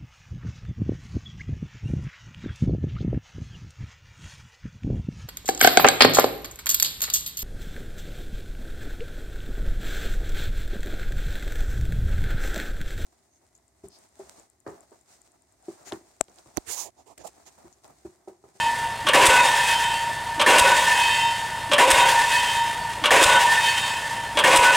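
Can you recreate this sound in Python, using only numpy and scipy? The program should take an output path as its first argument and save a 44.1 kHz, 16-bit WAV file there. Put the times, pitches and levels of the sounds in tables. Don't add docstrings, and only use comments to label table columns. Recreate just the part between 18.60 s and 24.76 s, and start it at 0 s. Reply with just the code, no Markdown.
import sys
import numpy as np
from scipy import signal
from scipy.fft import rfft, irfft, next_fast_len
from scipy.io import wavfile
from scipy.ndimage import uniform_filter1d, map_coordinates

SR = 44100
rng = np.random.default_rng(int(sys.argv[2]) if len(sys.argv) > 2 else 0)


def dump_mix(stems):
    frames = np.atleast_2d(stems).T
    limited = np.clip(frames, -1, 1)
    pcm = np.round(limited * 32767).astype(np.int16)
    wavfile.write(sys.argv[1], SR, pcm)


N = 271656
T = np.arange(3 * SR // 2) / SR
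# (frequency [Hz], relative level [dB])
HISS_SPECTRUM = [(470, -45), (800, 7), (1230, 9), (2500, 7), (3540, 12.5), (4370, 0.5), (4650, 4.5),
                 (6840, 3.5), (8340, 11), (15500, -13.5)]


def hammer():
    # (time from blow [s], pitch [Hz], level [dB])
    knocks = [(-.086, 303, -24), (.008, 377, -17), (0.108, 335, -17)]
    out = np.zeros(N)
    ripple = crowded_modes(spacing_hz=23.89, depth_db=3.0)
    for at, force, friction_db in strokes():
        add(out, at - 0.1, pump_lever(ripple, blow_s=0.1))
        for delay, hz, db in knocks:
            add(out, at + delay, amp(db) * knock(hz, attack_s=0.0086, t60=0.092))
        add(out, at, force * frame_crash(ripple, db=-10.0, rough_db=1.64))
        add(out, at, force * snap(T, db=-23, t60=0.048))
        add(out, at, force * steel_ring(friction_drive() + friction_db))
        add(out, at, scrape(ripple))
        add(out, at + 0.1205, port_leak(db=-11, length_s=0.0058))
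        add(out, at + 0.127, exhaust(jet_db=-6.0, jet_s=0.013, thump_db=-19.5, thump_hz=62.6))
    return out


def strokes():
    # (time [s], accent [dB before scaling], friction of the following stroke [dB])
    blows = [(0.5338, -2.5, -2.5), (1.8623, -3, 2), (3.181, -5, -1.5), (4.5058, -5, 0.5), (5.8383, 3.5, 4)]
    times, accents, frictions_db = np.transpose(blows)
    forces = amp(0.25 * (accents - np.mean(accents)))
    earlier = (times[0] - np.mean(np.diff(times)), 1.0, -2.5)
    return [earlier, *zip(times, forces, frictions_db)]


def frame_crash(ripple, db, rough_db):
    spectrum = [(60, -29), (150, -13.5), (300, -0.5), (550, 4), (1000, 3.5), (1300, -4.5), (1800, 1),
                (2700, 3.5), (3500, -6), (4300, -11), (5600, -14), (8000, -10.5), (9700, -15.5),
                (11500, -22.5), (16000, -29)]
    decay = [(150, 0.85), (350, 0.85), (700, 1.2), (2500, 1.22), (8000, 1.63), (15000, 0.78)]
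    clatter = dying(noise(spectrum, len(T), ripple), lambda hz: along(decay, hz))
    return clatter * amp(db + rough_db * wobble(82.5, len(T))) * rise(0.0055)


def steel_ring(drive_db, rebound_s=0.2845, waver_db=3.0, drift_hz=2.99):
    # (frequency [Hz], struck [dB], build-up [s], t60 [s], rubbed [dB], rebound [dB])
    modes = [(292, -29, 0.025, 0.52, -70, -60), (532, -12.5, 0.095, 0.71, -63, -46),
             (553, -22.5, 0.075, 0.88, -78, -26), (600, -27.5, 0.033, 1.36, -71, -50),
             (794, -28.5, 0.015, 1.9, -50, -43), (875, -29, 0.1, 3.76, -61, -23),
             (915, -31, 0.15, 7.4, -59, -45), (930, -21, 0.14, 4.45, -39.5, -41),
             (942, -24.5, 0.065, 1.93, -75, -29), (961.5, -16.5, 0.04, 2.56, -60, -13.5),
             (974, -17, 0.011, 1.55, -58, -37), (1070, -22.5, 0.02, 1.1, -47, -42),
             (1475, -38.5, 0.022, 5.2, -70, -42), (1492, -23, 0.014, 1.78, -56, -15.5),
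             (1765, -7.5, 0.0014, 0.066, -45, -60), (1774, -29.5, 0.25, 6, -55, -48),
             (1788, -27, 0.41, 5.2, -58, -35), (2006, -39.5, 0.14, 5.2, -44, -27),
             (2550, -18.5, 0.16, 1.46, -34.5, -23), (2720, -50, .1, 1.9, -38.5, -60),
             (3105, -50, .1, 2, -32, -46), (3120, -47, 0.045, 1.4, -46, -29),
             (3678, -31.5, 0.091, 3.1, -40.5, -30.5), (4100, -63, .1, 6.2, -66, -60),
             (4495, -42.5, .1, 4.8, -46.5, -60), (4570, -46, 0.11, 4.1, -65, -60),
             (5190, -51, .1, 8.1, -48, -60), (6950, -33, 0.092, 1.9, -48, -55),
             (7780, -54, .1, 1.4, -48, -55)]
    out = np.zeros(len(T))
    rebound = 1 / (np.exp((rebound_s - T) / 0.066) + np.exp((T - rebound_s) / 0.0075))
    rattle = 0.9 * np.exp(-T / 0.65)
    for hz, struck_db, build_s, t60, rubbed_db, rebound_db in modes:
        struck = amp(struck_db - 60 * T / t60) * rise(build_s)
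        rubbed = amp(rubbed_db + drive_db)
        level = np.sqrt(struck ** 2 + (amp(rebound_db) * rebound) ** 2 + rubbed ** 2)
        level *= amp(0.2 * rng.normal() + waver_db * wobble(12.51, len(T)))
        phase = 2 * np.pi * (rng.random() + np.cumsum(hz + drift_hz * wobble(16.98, len(T))) / SR)
        swing = (1 + rattle * flutter(width_hz=34)) / np.hypot(1, rattle)
        out += np.sqrt(2) * level * np.real(swing * np.exp(1j * phase))
    return out


def snap(t, db, t60):
    return amp(db - 60 * t / t60) * noise(HISS_SPECTRUM, len(t))


def knock(hz, attack_s, t60):
    return np.sin(2 * np.pi * (hz * T + rng.random())) * rise(attack_s) * amp(-60 * T / t60)


def pump_lever(ripple, blow_s, dulling_hz=3940):
    # (time before blow [s], clank [dB], t60 [s], chink [dB], timing spread [s])
    contacts = [(.0665, -16, 0.45, -51, 0.00028), (0.061, -37, 0.039, -28, 0.0021),
                (.047, -14.5, 0.22, -20, 0.0016), (.042, -36, 0.051, -24, 0.0024)]
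    spectrum = [(120, -54), (200, -8), (471, -8.5), (585, 11), (690, -11.5), (906, 0), (1110, 3.5),
                (1350, -5.5), (1480, 0), (1980, -9), (2210, -1.5), (3240, 3), (4500, -12), (9310, -18),
                (15500, -45)]
    out = np.zeros(len(T))
    t = T[:SR // 4]
    for lead, db, t60, chink_db, spread in contacts:
        clank = amp(db) * dying(noise(spectrum, len(t), ripple), lambda hz: t60 / (1 + (hz / dulling_hz) ** 2))
        chink = snap(t, chink_db, t60=0.048)
        add(out, blow_s - lead + spread * rng.normal(), clank + chink)
    return out


def exhaust(jet_db, jet_s, thump_db, thump_hz, thump_delay_s=0.0278):
    opening = np.exp(-(2 * T / jet_s - 1) ** 4) * rise(0.0058)
    trailing = 0.4 * np.exp(-T / 0.03) * rise(jet_s)
    jet = amp(jet_db) * (opening + trailing) * noise(HISS_SPECTRUM, len(T))
    angle = 2 * np.pi * thump_hz * (T - thump_delay_s)
    return jet + amp(thump_db) * angle * np.exp(-angle ** 2 / 2)


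def port_leak(db, length_s):
    puff = np.exp(-(2 * T / length_s - 1) ** 4) * rise(0.0016)
    return amp(db) * puff * noise(HISS_SPECTRUM, len(T))


def scrape(ripple, first_ring_s=0.217, ring_gap_s=0.1027, slowing=0.076, surge_db=3.0, surges_end_s=0.82):
    spectrum = [(150, -18.5), (400, -8), (800, -1.5), (1250, -7), (1850, 9.5), (2200, -1), (2600, 3.5),
                (3650, 2), (3950, -4.5), (4600, -3.5), (5800, -6), (8200, -4.5), (9500, -6), (11500, -16.5),
                (16000, -20)]
    level_db = np.maximum(-25 - 24 * np.maximum(T - 0.56, 0), -38.5)
    gap_growth = np.maximum(1 + slowing * (T - first_ring_s) / ring_gap_s, 1e-3)
    rings_passed = np.log(gap_growth) / slowing
    depth = np.minimum(T / first_ring_s, (surges_end_s - T) / (surges_end_s - first_ring_s))
    level_db += surge_db * np.clip(depth, 0, 1) * np.cos(2 * np.pi * rings_passed)
    chatter_db = 0.8 * wobble(22, len(T)) + 1.3 * wobble(160, len(T))
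    return amp(level_db + chatter_db) * noise(spectrum, len(T), ripple)


def friction_drive(attack_s=0.63, hold_until_s=0.81, stop_s=1.16, release_db_per_s=104):
    build_db = 40 * np.log10(np.clip(T / attack_s, 1e-3, 1))
    release_db = np.maximum(-release_db_per_s * np.maximum(T - hold_until_s, 0), -19)
    stop_db = -release_db_per_s * np.maximum(T - stop_s, 0)
    return 0.5 + build_db + release_db + stop_db


def friction_flares(grip=0.71, scatter_db=2, scatter_s=0.0057):
    # (time after blow [s], frequency [Hz], base level [dB], swell time [s])
    flares = [(.41, 1790, -20, 0.017), (.465, 1793, -22, 0.0087), (.585, 1795, -21, 0.0086),
              (.585, 2550, -26.5, .028), (.78, 2550, -42, .034), (.59, 4456, -37, 0.021),
              (.66, 3116, -32.5, 0.055), (.83, 928.8, -24.5, 0.049), (1.16, 4250, -49, 0.02)]
    out = np.zeros(N)
    t = T[:SR // 2] - 1 / 4
    for at, _, friction_db in strokes():
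        for delay, hz, db, swell_s in flares:
            swell = amp(db + grip * friction_db + scatter_db * rng.normal()) / np.cosh(t / swell_s)
            start = at + delay + scatter_s * rng.normal() + t[0]
            add(out, start, np.sqrt(2) * swell * np.sin(2 * np.pi * (hz * t + rng.random())))
    return out


def crowded_modes(spacing_hz, depth_db):
    heights = rng.standard_normal(4096)
    return lambda hz: depth_db * np.interp(hz / spacing_hz, np.arange(len(heights)), heights)


def flutter(width_hz):
    kicks = rng.standard_normal(len(T)) + 1j * rng.standard_normal(len(T))
    swing = signal.lfilter([1], [1, -np.exp(-np.pi * width_hz / SR)], kicks)
    return swing / np.sqrt(np.mean(np.abs(swing) ** 2))


def engine(cycle_hz, rush_db, unsteady_db=2.2):
    orders = [(2, -59), (3, -58.5), (4, -52), (5, -56)]
    spectrum = [(20, -15), (45, -1.5), (80, -0.5), (130, -1), (200, -2.5), (350, -8.5), (700, 1),
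                (1400, -5), (3000, -9.5), (5000, -26), (9000, -20), (12000, -27), (16000, -41)]
    phase = 2 * np.pi * np.cumsum(cycle_hz * (1 + 0.014 * wobble(4.5, N))) / SR
    hum = np.zeros(N)
    for order, db in orders:
        hum += np.sqrt(2) * amp(db + unsteady_db * wobble(8.7, N)) * np.sin(order * phase)
    throb = 1 + 0.32 * np.sin(2 * phase)
    return hum + amp(rush_db) * noise(spectrum, N) * throb


def stereo_width(mid, t60):
    width = [(100, -43), (250, -26.5), (1000, -31.5), (2500, -28), (5000, -15), (9000, -35), (15000, -42)]
    t = T[:SR // 16]
    spread = rng.standard_normal(len(t)) * amp(-60 * t / t60)
    side = signal.fftconvolve(mid, spread / np.linalg.norm(spread))[:N]
    return filtered(side, lambda hz: amp(along(width, hz)))


def limiter(x, ceiling_db, release_db_per_s):
    power = np.abs(uniform_filter1d(np.mean(x ** 2, axis=0), size=128))
    excess_db = np.maximum(10 * np.log10(power + 1e-12) - ceiling_db, 0)
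    ramp = release_db_per_s * np.arange(N) / SR
    cut_db = np.maximum.accumulate(excess_db + ramp) - ramp
    return x * amp(-uniform_filter1d(cut_db, size=48))


def amp(db):
    return 10 ** (np.asarray(db) / 20)


def rise(tau_s):
    return 1 - np.exp(-T / tau_s)


def along(points, hz):
    freqs, values = np.transpose(points)
    return np.interp(np.log(hz + 1), np.log(freqs + 1), values)


def wobble(rate, size):
    return map_coordinates(rng.standard_normal(4096), [np.arange(size) * rate / SR], mode="mirror")


def filtered(x, response):
    size = next_fast_len(len(x) + 8192)
    return irfft(rfft(x, size) * response(np.fft.rfftfreq(size, 1 / SR)), size)[:len(x)]


def noise(spectrum, size, ripple=lambda hz: 0):
    x = filtered(rng.standard_normal(size), lambda hz: amp(along(spectrum, hz) + ripple(hz)))
    return x / np.sqrt(np.mean(x ** 2) + 1e-20)


def dying(x, t60_of):
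    hz, t, bands = signal.stft(x, SR, nperseg=256)
    return signal.istft(bands * amp(-60 * t / t60_of(hz)[:, None]), SR, nperseg=256)[1][:len(x)]


def add(track, at, sound):
    start = round(at * SR)
    part = sound[max(-start, 0):max(len(track) - start, 0)]
    track[max(start, 0):][:len(part)] += part


def scene():
    mid = hammer() + friction_flares() + engine(cycle_hz=28.23, rush_db=-38.0)
    side = stereo_width(mid, t60=0.092)
    return np.array([mid + side, mid - side])


def record(dry):
    held = limiter(dry, ceiling_db=-12.0, release_db_per_s=146)
    return np.array([filtered(channel, lambda hz: hz < 15900) for channel in held])


dry = scene()
out = record(dry)
dump_mix(out)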